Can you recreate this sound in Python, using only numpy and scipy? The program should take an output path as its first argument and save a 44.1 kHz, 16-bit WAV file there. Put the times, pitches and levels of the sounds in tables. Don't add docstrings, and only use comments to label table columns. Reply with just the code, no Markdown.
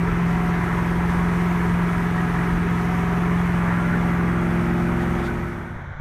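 import sys
import numpy as np
from scipy import signal
from scipy.fft import rfft, irfft, next_fast_len
from scipy.io import wavfile
from scipy.ndimage import uniform_filter1d

SR = 44100
rng = np.random.default_rng(int(sys.argv[2]) if len(sys.argv) > 2 else 0)


def voltage_ratio(level):
    return 10 ** (np.asarray(level, float) / 20)


def put_to_file(sound):
    columns = np.atleast_2d(sound).T
    safe = np.clip(columns, -1, 1)
    whole_steps = np.round(safe * 32767)
    wavfile.write(sys.argv[1], SR, whole_steps.astype(np.int16))


N = 264625
CYLINDERS = 8


def gain_of(db):
    return np.exp(np.log(10) / 20 * db)


def level(x, db):
    return x * voltage_ratio(db) / np.sqrt(np.mean(x ** 2))


def curves(table):
    s, *columns = np.transpose(table)
    return [np.interp(np.arange(N) / SR, s, c) for c in columns]


def colour(x, points):
    hz, db = np.transpose(points)
    size = next_fast_len(N)
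    f = np.maximum(np.fft.rfftfreq(size, 1 / SR), 1)
    response_db = np.interp(np.log(f), np.log(hz), db, left=-200, right=-200)
    return level(irfft(rfft(x, size) * voltage_ratio(response_db), size)[:N], 0)


def walk(rate):
    step = 64
    hold = max(int(SR / rate / step), 1)
    held = np.repeat(rng.standard_normal(N // (hold * step) + 2), hold)
    smooth = 1.3 * uniform_filter1d(uniform_filter1d(held, hold), hold)
    return np.interp(np.arange(N) / step, np.arange(len(held)), smooth)


def line(turns, db, sway_db, sway_rad, rate):
    gain = np.sqrt(2) * gain_of(db + sway_db * walk(rate))
    return gain * np.cos(2 * np.pi * turns + sway_rad * walk(rate))


def patchy(sound, low_hz, octaves, count, patchy_db, rate):
    out, half = 0, 2 ** (.5 / count)
    for hz in low_hz * 2 ** np.arange(0, octaves, 1 / count):
        band = signal.butter(1, [hz / half, hz * half], "band", fs=SR, output="sos")
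        out = out + signal.sosfilt(band, sound) * gain_of(patchy_db * walk(rate))
    return level(out, 0)


def pulse(start_s, length_s):
    t = np.arange(N) / SR
    return np.exp(-np.minimum(((t - start_s) / length_s) ** 2, 50))


def ring(knocks, hz, t60):
    pole = np.exp(2j * np.pi * hz / SR - np.log(1000) / (t60 * SR))
    return signal.lfilter([1], [1, -pole], knocks).imag


def between(down_db, ahead_db, share):
    return (1 - share) * down_db + share * ahead_db


def distant(rise):
    # frequency in Hz, level in dB
    far_drone = [(87, -12), (142, -3.5)]
    # frequency in Hz, density in dB per Hz
    far_wind = [(25, -20), (40, -7), (85, -3.5), (150, -10), (190, -18), (300, -33)]
    # frequency in Hz, density in dB per Hz
    far_whirr = [(250, -22), (500, -6), (1000, -3), (1300, -6), (1520, 1.5), (1750, -5), (2200, -9),
                 (2700, -29.5), (3400, -21), (4200, -34), (4850, -44), (5700, -35), (9000, -48),
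                 (15000, -56)]
    # time in seconds, level in dB, push +1 or pull -1, length in seconds
    gust_rows = [
        (5.762, -22.5, -1, 0.0022),
        (5.952, -26, -1, .0025),
        (6.0, -22.5, 1, 0.0027),
    ]
    t = np.arange(N) / SR
    drone = sum(line(hz * t + rng.random(), db, sway_db=2, sway_rad=.5, rate=10) for hz, db in far_drone)
    low = drone + colour(rng.standard_normal(N), far_wind)
    whirr = patchy(colour(rng.standard_normal(N), far_whirr), 233, 4.7, count=3, patchy_db=0.5, rate=14)
    gusts = sum(np.sign(push) * voltage_ratio(db) * pulse(s, length) for s, db, push, length in gust_rows)
    return voltage_ratio(-36.5) * rise ** .4 * low + voltage_ratio(-40.5) * rise * whirr + gusts


def fan(cycle):
    # frequency in Hz, density in dB per Hz
    hiss_points = [(1760, -28), (3000, -2.5), (3150, -11), (3370, -6), (3790, -7), (4860, -12),
                   (5980, -8.5), (7560, -14.5), (8150, -12), (9890, -13), (10700, -16.5), (12100, -13.5),
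                   (15600, -24)]
    hiss = patchy(colour(rng.standard_normal(N), hiss_points), 2600, 2.7, count=6, patchy_db=1.4, rate=22)
    return hiss * voltage_ratio(.35 * np.cos(2 * np.pi * cycle) + .5 * walk(6.1))


def rattles():
    # time in seconds, level in dB, length in seconds
    burst_rows = [
        (1.11, -50, 0.023),
        (5.022, -51, .02),
        (5.192, -49.5, .015),
        (5.257, -46.5, .03),
    ]
    bursts = sum(voltage_ratio(db) * pulse(s, length) for s, db, length in burst_rows)
    bright = [(2600, -12), (3300, 8), (3800, 1.0), (4800, -3), (6200, -8), (9000, -14), (13000, -22)]
    return bursts * colour(rng.standard_normal(N), bright)


def tins(fade_db):
    # frequency in Hz, ring t60 in seconds, level in dB
    modes = [(740, 0.075, -47), (954.4, .06, -44), (1076, 0.044, -43), (1332, 0.053, -42.5),
             (1500, 0.039, -45.5), (1877, 0.057, -47.5), (2090, 0.024, -51), (2490, .1, -56),
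             (3020, .08, -63), (3295, 0.12, -62), (3450, 0.12, -64.5)]
    # time in seconds, frequency in Hz, ring t60 in seconds, peak in dB
    pings = [
        (.539, 1000, 0.031, -26),
        (1.098, 1050, 0.033, -21),
        (2.17, 1650, 0.51, -30.5),
        (3.631, 1645, .3, -35),
        (4.279, 1900, .12, -32),
        (5.28, 1500, 0.15, -25.5),
    ]
    knocks_per_s, spread_db = 110, 1.5
    out = 0
    for hz, t60, db in modes:
        struck = rng.random(N) < knocks_per_s / SR
        force = voltage_ratio(spread_db * rng.standard_exponential(N)) * rng.standard_normal(N)
        out = out + gain_of(fade_db) * level(ring(struck * force, hz, t60), db)
    for s, hz, t60, db in pings:
        out = out + ring(voltage_ratio(db) * (np.arange(N) == int(s * SR)), hz, t60)
    return out


def chassis(load_db):
    # frequency in Hz, density in dB per Hz
    rumble_points = [(100, -9), (140, 5.5), (200, 3.5), (260, 0.5), (370, 1), (430, 2), (480, -29)]
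    # frequency in Hz, density in dB per Hz
    ride_points = [(18, -17), (28, -8), (36, 5), (60, -4), (100, 2), (140, -11.5)]
    rumble = voltage_ratio(-34.0 + 0.98 * walk(2.9)) * colour(rng.standard_normal(N), rumble_points)
    ride = voltage_ratio(-35.5 + 2.7 * walk(5.04)) * colour(rng.standard_normal(N), ride_points)
    return voltage_ratio(load_db) * (rumble + ride)


def gears(cycle, ahead):
    orders = [26, 27, 28, 31, 34, 35, 39, 44, 46, 54, 58, 64, 76]
    # level in dB facing down, in dB half way, in dB facing forward
    order_db = [(-60, -54, -49.5), (-61, -49, -48.5), (-59, -51, -49), (-58, -54, -51), (-44, -54, -60),
                (-60, -51, -46), (-49.5, -44.5, -52), (-47.5, -66, -73), (-46.5, -61, -73), (-47, -44, -47),
                (-44.5, -51, -42), (-55, -43, -49), (-48.5, -42.5, -56)]
    out = 0
    for k, turn_db in zip(orders, order_db):
        db = np.interp(ahead, [.1, .6, .95], turn_db)
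        out = out + line(k * cycle + rng.random(), db, sway_db=2.5, sway_rad=0.67, rate=5)
    return out


def clatter(cycle, ahead):
    # frequency in Hz, density in dB per Hz
    panels_down = [(260, -16), (440, 1), (456, -12.5), (506, -14), (593, -12), (714, -5), (793, -15.5),
                   (962, 1), (1180, -4.5), (1300, -4), (1530, -13.5), (1660, -5.5), (2030, -7.5),
                   (2690, -21), (3600, -30), (4680, -38), (7920, -120)]
    # frequency in Hz, density in dB per Hz
    panels_ahead = [(260, -36), (440, -18.5), (485, -0.5), (520, -3.5), (588, -5), (714, -3.5), (822, 1),
                    (1020, -12.5), (1230, -5), (1330, -5), (1470, 0), (1730, -5.5), (2220, -8), (2970, -24),
                    (3600, -47), (4680, -59), (7920, -120)]
    memory, loose = 0.81, 0.69
    points = 2048
    fresh = rng.standard_normal((140, points))
    kept = signal.lfilter([np.sqrt(1 - memory ** 2)], [1, -memory], fresh, axis=0)[8:].ravel()
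    knocks = np.interp(cycle * points, np.arange(len(kept)), kept)
    source = np.sqrt(1 - loose) * level(knocks, 0) + np.sqrt(loose) * rng.standard_normal(N)
    firing_db = 0.78 * np.cos(2 * np.pi * CYLINDERS * cycle)
    hard_db = 3.2 * np.exp(-((cycle + 0.086) % 1) / 0.079)
    source = source * voltage_ratio(firing_db + hard_db)
    panels = np.sqrt(1 - ahead) * colour(source, panels_down) + np.sqrt(ahead) * colour(source, panels_ahead)
    return patchy(panels, 376.7, 3.2, count=5, patchy_db=1.4, rate=16)


def exhaust(cycle, boom_db, octave_db, ahead):
    # multiple of the cycle, level in dB
    beats_down = [(1, -48), (2, -13), (3, -11), (4, -12.5), (5, -14.5), (6, -11), (7, -14.5), (8, 0),
                  (9, -22), (10, -24.5), (11, -17.5), (12, -26), (13, -22.5), (14, -21), (15, -19.5),
                  (16, -16), (17, -19), (18, -17), (19, -19.5), (20, -27)]
    # multiple of the cycle, level in dB
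    beats_ahead = [(1, -48), (2, -14.5), (3, -9), (4, -17), (5, -8.5), (6, -7), (7, -15), (8, 0), (9, -17),
                   (10, -11), (11, -6.5), (12, -22), (13, -21.5), (14, -15.5), (15, -31), (16, -4.5),
                   (17, -58), (18, -23.5), (19, -24), (20, -29.5)]
    out = line(CYLINDERS * cycle, boom_db, sway_db=0.85, sway_rad=0.081, rate=11)
    octave_turns = 2 * CYLINDERS * cycle - 0.44 * ahead
    out = out + line(octave_turns, octave_db + 2.0, sway_db=1.2, sway_rad=0.22, rate=4.9)
    for (k, down_db), (_, ahead_db) in zip(beats_down, beats_ahead):
        if k % CYLINDERS == 0:
            continue
        db = between(down_db - 24, ahead_db - 25, ahead)
        flip = .45 * (k > CYLINDERS) * np.clip((13 - k) / 3.5, 0, 1)
        path = .12 * np.sin(2.1 * k) + ahead * (.25 * (k in (9, 13, 14)) - .4 * (k == 5))
        path = path + .3 * ((k == 5) - (k == 7))
        out = out + line(k * cycle + flip + path, db, sway_db=1.4, sway_rad=.25, rate=5)
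    return out


def crossfade():
    start_s, end_s, rise_s = 5.04, 6.115, 0.79
    since = np.arange(N) / SR - start_s
    cab = np.cos(np.pi / 2 * np.clip(since / (end_s - start_s), 0, 1)) ** 2.52
    rise = np.sin(np.pi / 2 * np.clip(since / rise_s, 0, 1)) ** 2
    return 20 * np.log10(cab + 1e-4), rise


def scene():
    # time in seconds, share facing forward 0-1
    facing = [
        (0, 0.19),
        (3.1, 0.13),
        (3.7, 0.53),
        (4.2, 0.75),
        (4.7, 0.88),
        (6, 0.95),
    ]
    # time in seconds, firing rate in Hz
    speed = [(0, 172.3), (.4, 172.0), (1.3, 173.8), (2.0, 173.55), (2.3, 172.8), (3.4, 174.2),
             (3.75, 173.1), (4.8, 173.45), (5.15, 174.6), (6, 174.6)]
    # time in seconds, level in dB
    boom = [(0, -22.5), (.3, -22.5), (.9, -24), (1.4, -21.5), (2.3, -23.5), (3.3, -21.5), (4.1, -22),
            (4.4, -23), (5.0, -25.5), (5.3, -31), (6, -27)]
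    ahead = np.clip(curves(facing)[0], 0, 1)
    cycle = np.cumsum(curves(speed)[0]) / (CYLINDERS * SR) + .24
    fade_db, rise = crossfade()
    octave_db = between(-41.5, -31, ahead ** 2.6) + 2.5 * (1 - ahead) * walk(4.08)
    cab = voltage_ratio(between(-49.5, -51, ahead)) * fan(cycle)
    cab = cab + chassis(-1.5 * ahead) + gears(cycle, ahead)
    cab = cab + voltage_ratio(between(-30.5, -32.5, ahead)) * clatter(cycle, ahead)
    cab = cab + exhaust(cycle, curves(boom)[0], octave_db, ahead)
    return (distant(rise) + rattles() + tins(fade_db) + voltage_ratio(fade_db) * cab)[None]


def roll_off(x):
    return signal.sosfilt(signal.butter(12, 15740, fs=SR, output="sos"), x)


def record(dry):
    mix = np.tanh(1.832 * dry) / 1.787
    return roll_off(mix)


dry = scene()
out = record(dry)
put_to_file(out)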